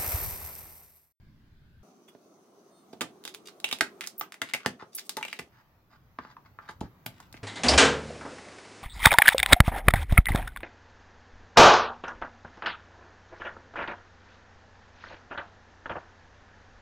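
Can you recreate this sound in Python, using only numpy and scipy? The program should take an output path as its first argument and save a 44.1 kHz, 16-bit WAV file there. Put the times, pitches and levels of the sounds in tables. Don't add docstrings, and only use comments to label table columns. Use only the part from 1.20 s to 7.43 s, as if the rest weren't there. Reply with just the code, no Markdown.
import sys
import numpy as np
from scipy import signal
from scipy.fft import rfft, irfft, next_fast_len
from scipy.io import wavfile
from scipy.ndimage import uniform_filter1d

SR = 44100
rng = np.random.default_rng(int(sys.argv[2]) if len(sys.argv) > 2 else 0)


def output_pcm(signal):
    pcm = np.clip(np.atleast_2d(signal).T, -1, 1) * 32767
    wavfile.write(sys.argv[1], SR, np.round(pcm).astype(np.int16))


N = 274743
RING_SAMPLES = 11025


def amp(db):
    return 10 ** (np.asarray(db) / 20)


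def unit_rms(x):
    return x / np.sqrt(np.mean(x ** 2) + 1e-20)


def unit_energy(x):
    return x / np.sqrt(np.sum(x ** 2) / len(x))


def over_time(points):
    return np.interp(np.arange(N) / SR, *np.transpose(points))


def over_log_hz(points, hz):
    f, value = np.transpose(points)
    return np.interp(np.log(hz + 1), np.log(f + 1), value)


def resonance(f, hz, q):
    return 1 / (1 + (q * ((f + 1) / hz - hz / (f + 1))) ** 2)


def add(mix, start_s, sound):
    part = mix[:, max(round(start_s * SR), 0):][:, :sound.shape[-1]]
    part += sound[..., :part.shape[1]]


def pulse(gain, size=2048):
    log_gain = np.log(gain(abs(np.fft.fftfreq(size, 1 / SR))) + 1e-5)
    return np.fft.ifft(np.exp(np.conj(signal.hilbert(log_gain)))).real


# (time [s], strength [dB], hand weight [dB], ring [Hz])
RIM_KNOCKS = [(1.8095, -1, -2.5, 3080), (1.8146, 4, 5.5, 1350), (1.8187, -0.5, 9.5, 3150),
              (2.052, -8.5, -3.5, 3770), (2.077, -9.5, -2, 3700), (2.4435, 2, -9, 2800),
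              (2.513, -5, -12.5, 2640), (2.527, 0.5, -3.5, 3660), (2.6091, 12.5, -2, 1670),
              (3.011, -0.5, -1, 1260), (3.2175, 3.5, -1, 1940), (3.3365, 5, 0, 2080), (3.341, -4, -9, 2430),
              (3.348, -1, -2.5, 2260), (3.461, 10, 7.5, 1790), (3.969, -2.5, 6.5, 3940),
              (4.028, -6.5, -16, 2410), (4.051, -5, 5, 2400), (4.083, -13, -11, 2520),
              (4.129, -7, -7.5, 2550), (4.19, -9, -6, 2240), (4.194, -4, 5, 2096), (5.863, -3, 1, 2190)]
HARD = dict(clack_db=-2, crack_db=-9, ping_db=5.5, low_hz=74, high_hz=21993)
# (time [s], strength [dB], hand weight [dB], ring [Hz])
MUFFLED_PATS = [(0.95, -14.5, 10.5, 500), (1.732, -6, 4, 537), (3.625, -3, 1.5, 730),
                (4.9875, 2, -4.5, 1155), (5.05, -9, -1.5, 1130), (5.167, -10.5, -8.5, 1030),
                (5.388, -9.5, -6, 1280), (5.494, -3.5, 0.5, 1040), (5.611, 2, -1.5, 720),
                (6.142, -8, 1, 1550)]
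SOFT = dict(clack_db=-19, crack_db=-25, ping_db=-27, low_hz=102, high_hz=4512)


def knocks(rows, touch, choke=0.34):
    out = np.zeros((2, N))
    for time_s, strength_db, weight_db, ring_hz in rows:
        offset_s, chatter = contact()
        force = signal.fftconvolve(chatter, blow(strength_db, weight_db, ring_hz, **touch))
        add(out, time_s + offset_s, radiate(force, scatter_db=-choke * max(weight_db, 0)))
    return out


def contact(scrape_db=-15, scrape_s=0.0007, settle_db=-7, settle_s=0.003):
    t = np.arange(-256, 2048) / SR
    scrape = slips(len(t), per_s=8300) * np.exp(-abs(t) / scrape_s) * (t < 0)
    settle = slips(len(t), per_s=1500) * np.exp(-abs(t) / settle_s) * (t > 0)
    chatter = amp(scrape_db) * unit_rms(scrape) + amp(settle_db) * unit_rms(settle)
    return t[0], (t == 0) + chatter / np.sqrt(len(t))


def blow(strength_db, weight_db, ring_hz, clack_db, crack_db, ping_db, low_hz, high_hz):
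    stiffness_db = 7.5 * np.log2(ring_hz / 2500)
    ring_q = 0.73 * 2 ** (-weight_db / 13)
    parts = [(weight_db, 270, 0.31),
             (clack_db, 1400, 0.2),
             (crack_db + stiffness_db, 7500, 0.47),
             (-weight_db, ring_hz, ring_q)]

    def spectrum(f):
        power = sum((amp(db) * resonance(f, hz, q) ** 2) ** 2 for db, hz, q in parts)
        lid_mode = resonance(f, ring_hz, q=20) * resonance(f, ring_hz, q=0.2)
        power += amp(ping_db - weight_db / 2) ** 2 * lid_mode
        rolloff = 1 + (f / high_hz) ** 6 + (low_hz / (f + 1)) ** 4
        return np.sqrt(power / rolloff)

    return amp(strength_db) * pulse(spectrum)


# (frequency [Hz], gain [dB])
TUB_MODES = [(250, 1), (400, -8), (680, 2), (862, 5), (1192, -0.5), (1440, -3.5), (1570, -1.5), (1760, -5),
             (2040, -2.5), (2250, -8), (2490, -10), (3700, 3.5), (4850, 4)]


def tub(impulse_db=-4, t60_at_1khz_s=0.1):
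    t = np.arange(RING_SAMPLES) / SR
    out = amp(impulse_db) * (t == 0)
    for hz, db in TUB_MODES:
        decay = amp(-60 * t / t60_at_1khz_s * np.sqrt(hz / 1000))
        gripped_hz = hz * (1 + 0.01 * rng.standard_normal())
        out += 2 * amp(db) * decay / decay.sum() * np.cos(2 * np.pi * gripped_hz * t)
    return out


def radiate(force, scatter_db=0, delay_at_1khz_s=0.00044):
    size = next_fast_len(len(force) + RING_SAMPLES)
    f = np.fft.rfftfreq(size, 1 / SR)
    bend_turns = 2 * delay_at_1khz_s * np.sqrt(f * 1000)
    right_lag_s = rng.normal(50e-6, 20e-6)
    delay = np.exp(-2j * np.pi * np.array([bend_turns, bend_turns + right_lag_s * f]))
    response = tub() + amp(scatter_db) * echoes()
    return irfft(rfft(force, size) * rfft(response, size) * delay, size)


# (time [s], level [dB], pitch [Hz])
LID_POPS = [(3.011, 4, 1213), (3.2175, 11, 2040), (3.3365, 18, 2120), (3.341, 11.5, 2250)]


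def lid_pops(panel_q=8):
    out = np.zeros((2, N))
    for time_s, db, hz in LID_POPS:
        add(out, time_s, radiate(amp(db) * pulse(lambda f: resonance(f, hz, panel_q))))
    return out


# (time [s], strength [dB], ring [Hz])
RIM_TICKS = [(2.039, -18, 3720), (2.093, -20, 3900), (2.141, -17.5, 3950), (2.147, -8, 3220),
             (2.285, -9.5, 1200), (2.401, -18.5, 4040), (2.489, -7, 2720), (2.587, -12.5, 2820),
             (2.809, 0.5, 2240), (2.841, -6, 2000), (2.865, -18.5, 5960), (2.873, -4, 5070),
             (3.122, -6, 1850), (3.142, -9.5, 2000), (3.785, -6, 2000), (3.894, 0.5, 4230),
             (6.003, -24, 5000), (6.127, -19, 4300)]
LIGHT = dict(clack_db=-1, crack_db=-4.5, ping_db=2, low_hz=1048.5, high_hz=21987)


def rim_ticks(weight_db=-4):
    out = np.zeros((2, N))
    for time_s, strength_db, ring_hz in RIM_TICKS:
        force = blow(strength_db + weight_db, weight_db, ring_hz, **LIGHT)
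        add(out, time_s, radiate(force, scatter_db=-2))
    return out


# (time [s], level [dB])
PALM_PRESSES = [(4.193, -4), (4.988, -2.5), (5.611, 14), (5.862, 3.5)]


def palm_presses(table_hz=135, table_q=0.34):
    out = np.zeros((2, N))
    thump = pulse(lambda f: resonance(f, table_hz, table_q) ** 2)
    for time_s, db in PALM_PRESSES:
        add(out, time_s, radiate(amp(db) * thump, scatter_db=3))
    return out


# (start [s], end [s], level [dB], centre [Hz])
RIM_SCRAPES = [(1.728, 1.737, -54.5, 3460), (2.251, 2.302, -51.5, 3800), (2.46, 2.514, -54, 3400),
               (2.807, 2.863, -46, 2220), (3.228, 3.33, -52, 2120), (3.39, 3.445, -57, 1600),
               (3.716, 3.79, -58.5, 5060), (3.775, 3.798, -40.5, 4400), (3.837, 3.88, -58, 7000),
               (3.974, 4.22, -58.5, 3100), (5.484, 5.516, -57.5, 4000), (5.606, 5.617, -50, 4500),
               (5.884, 6.099, -67.5, 2200), (6.132, 6.185, -58.5, 2050)]


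def rim_scrapes(q=0.61):
    out = np.zeros((2, N))
    for start_s, end_s, db, hz in RIM_SCRAPES:
        body = pulse(lambda f: np.sqrt(resonance(f, hz, 2 * q) * resonance(f, hz, q / 2)))
        add(out, start_s, stroke(end_s - start_s, db, body, slips_per_s=800, crackle_db=5.5))
    return out


def stroke(length_s, db, body, slips_per_s=1500, crackle_db=3.5):
    size = max(round(length_s * SR), 64)
    friction = slips(size, slips_per_s, crackle_db) * signal.windows.tukey(size, 0.5)
    force = signal.fftconvolve(friction, body)
    return radiate(amp(db) * force * np.sqrt(size / (np.sum(force ** 2) + 1e-20)))


def slips(size, per_s, spread_db=4):
    heights = amp(spread_db * np.minimum(rng.exponential(1, size), 4))
    return (rng.random(size) < per_s / SR) * heights * rng.choice([-1, 1], size)


# (start [s], end [s],
# level [dB])
PALM_RUBS = [(3.443, 3.464, -48), (3.587, 3.64, -51), (4.31, 4.429, -64.5), (4.695, 4.775, -62),
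             (4.987, 5.147, -59), (5.247, 5.272, -58.5), (5.399, 5.5, -61.5), (5.477, 5.506, -44),
             (5.618, 5.679, -58.5), (5.999, 6.006, -48)]
# (centre [Hz], Q, gain [dB])
SKIN_BANDS = [(1200, 0.73, 3), (4300, 0.84, -16)]


def palm_rubs():
    out = np.zeros((2, N))
    body = pulse(lambda f: sum(amp(db) * resonance(f, hz, q) ** 2 for hz, q, db in SKIN_BANDS))
    for start_s, end_s, db in PALM_RUBS:
        add(out, start_s, stroke(end_s - start_s, db, body))
    return out


# (start [s], end [s], first pitch [Hz], last pitch [Hz], level [dB])
PLASTIC_SQUEAKS = [(2.979, 2.992, 13900, 15800, -37.5), (2.996, 2.999, 13300, 14300, -24.5),
                   (3.747, 3.771, 10240, 15200, -33.5), (3.972, 3.995, 835, 945, -38.5),
                   (4.008, 4.025, 884, 970, -44.5), (5.86, 5.868, 14350, 12500, -38)]


def squeaks(waver=0.061, roughness=0.87):
    out = np.zeros((2, N))
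    for start_s, end_s, first_hz, last_hz, db in PLASTIC_SQUEAKS:
        size = max(round((end_s - start_s) * SR), 64)
        drift, grip = unit_rms(uniform_filter1d(rng.standard_normal((2, size)), size=24, axis=1))
        pitch_hz = np.linspace(first_hz, last_hz, size) * (1 + waver * drift)
        envelope = np.exp(roughness * grip) * signal.windows.tukey(size, 0.3)
        tone = np.sin(2 * np.pi * np.cumsum(pitch_hz) / SR) * envelope
        tone = signal.lfilter(*signal.butter(2, first_hz / 2, "highpass", fs=SR), tone)
        add(out, start_s, radiate(amp(db) * unit_rms(tone), scatter_db=-3))
    return out


def pot_graze(start_s=0.877, end_s=0.897, db=-57, scrape_db=28, ring_db=10, ring_hz=3400, t60_s=0.025):
    out = np.zeros((2, N))
    t = np.arange(RING_SAMPLES) / SR
    ring = amp(ring_db - 60 * t / t60_s) * np.sin(2 * np.pi * ring_hz * t)
    add(out, start_s, stroke(end_s - start_s, db, ring + amp(scrape_db) * (t == 0)))
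    return out


def thin_ringing(start_s=1.47, end_s=1.676, db=-74, tones_hz=(3655, 4258, 8516, 9100)):
    out = np.zeros((2, N))
    t = np.arange(0, end_s - start_s, 1 / SR)
    tones = sum(np.sin(2 * np.pi * hz * t) for hz in tones_hz)
    add(out, start_s, amp(db) * tones * np.hanning(len(t)))
    return out


def echoes(flutter_db=-5, flutter_t60_s=0.023, room_db=-5.5, dull_db=-20, dull_hz=6000):
    t = np.arange(RING_SAMPLES) / SR
    flutter = unit_energy(diffuse_noise(RING_SAMPLES) * amp(-60 * t / flutter_t60_s))
    dull = signal.lfilter(*signal.butter(2, dull_hz, fs=SR), kitchen(t60_scale=0.28))
    room = kitchen(t60_scale=0.69)
    return amp(flutter_db) * flutter + amp(room_db) * room + amp(dull_db) * dull


# (frequency [Hz], unscaled T60 [s])
KITCHEN_DECAY = [(200, 0.34), (1000, 0.26), (3500, 0.26), (15000, 0.18)]


def kitchen(t60_scale, build_s=0.00022):
    hz, frame_s, bands = signal.stft(diffuse_noise(RING_SAMPLES), SR, nperseg=256)
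    t60_s = t60_scale * over_log_hz(KITCHEN_DECAY, hz)[:, None]
    tail = signal.istft(bands * amp(-60 * frame_s / t60_s), SR)[1][:, :RING_SAMPLES]
    onset = 1 - np.exp(-(np.arange(RING_SAMPLES) / SR / build_s) ** 2)
    return unit_energy(tail * onset)


# (frequency [Hz], coherence [0-1])
COHERENCE = [(200, 0.93), (600, 0.83), (1500, 0.1), (4000, 0)]


def diffuse_noise(size):
    mid, side = rfft(rng.standard_normal((2, size)))
    coherence = over_log_hz(COHERENCE, np.fft.rfftfreq(size, 1 / SR))
    mid *= np.sqrt((1 + coherence) / 2)
    side *= np.sqrt((1 - coherence) / 2)
    return irfft(np.array([mid + side, mid - side]), size)


def drifting_noise(spectrum, flicker_db=2):
    hz, _, bands = signal.stft(diffuse_noise(N), SR, nperseg=2048)
    patches = uniform_filter1d(rng.standard_normal(bands.shape[1:]), size=10, axis=0)
    patches = unit_rms(uniform_filter1d(patches, size=6, axis=1))
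    gain = amp(over_log_hz(spectrum, hz)[:, None] + flicker_db * patches)
    return unit_rms(signal.istft(bands * gain, SR)[1][:, :N])


# (frequency [Hz], relative density [dB])
HISS_SPECTRUM = [(1500, -26.5), (4200, -6), (5500, -4), (6200, 5), (7000, -13), (15000, -27)]
# (time [s], level [dB])
HISS_ENVELOPE = [(1.35, -74), (1.8, -77.5), (2.7, -82)]
MIDDLE_START_S, MIDDLE_END_S = 0.63, 4.29


def hiss(flutter_db=2.2):
    t = np.arange(N) / SR
    flutter = unit_rms(uniform_filter1d(rng.standard_normal(N), size=1500))
    gate = (t > MIDDLE_START_S) * (t < MIDDLE_END_S)
    return drifting_noise(HISS_SPECTRUM) * amp(over_time(HISS_ENVELOPE) + flutter_db * flutter) * gate


# (frequency [Hz], relative density [dB])
EARLY_AIR = [(25, -4), (105, -3), (300, -18.5), (520, -33), (1300, -32), (1550, -23.5), (1900, -34),
             (4200, -37.5), (9000, -54.5), (13000, -47)]
MIDDLE_AIR = [(40, -46.5), (130, -18.5), (210, -5), (290, -10), (400, -3.5), (480, -15), (700, -11),
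              (900, -21), (1220, -18), (1700, -31.5), (8000, -38), (15000, -40)]
LATE_AIR = [(25, -15.5), (110, -1.5), (220, -12), (450, -20.5), (1000, -18.5), (2000, -28), (3200, -34),
            (6000, -38.5), (9000, -50.5), (13000, -35.5)]
# (time [s], level [dB])
AIR_ENVELOPE = [(.63, -56), (.75, -60.5), (2.8, -54.5), (3.15, -62), (4.3, -60), (4.65, -63), (6.2, -57)]


def room_air():
    t = np.arange(N) / SR
    early, middle, late = map(drifting_noise, (EARLY_AIR, MIDDLE_AIR, LATE_AIR))
    air = np.select([t < MIDDLE_START_S, t < MIDDLE_END_S], [early, middle], late)
    return air * amp(over_time(AIR_ENVELOPE))


# (time [s], left minus right [dB])
PAN = [(2, -3.5), (3.12, -2), (3.21, 1), (3.902, -0.5), (5, 0.5)]


def scene():
    blows = knocks(RIM_KNOCKS, HARD) + lid_pops() + rim_ticks()
    thuds = knocks(MUFFLED_PATS, SOFT) + palm_presses()
    friction = rim_scrapes() + palm_rubs() + squeaks() + pot_graze()
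    foreground = blows + thuds + friction + thin_ringing()
    pan_db = over_time(PAN)
    return foreground * amp([pan_db / 2, -pan_db / 2]) + room_air() + hiss()


def record(dry):
    lowpass = signal.firwin(511, 16200, window=("kaiser", 9), fs=SR)
    return signal.oaconvolve(dry, lowpass[None], "same")


dry = scene()
out = record(dry)
output_pcm(out)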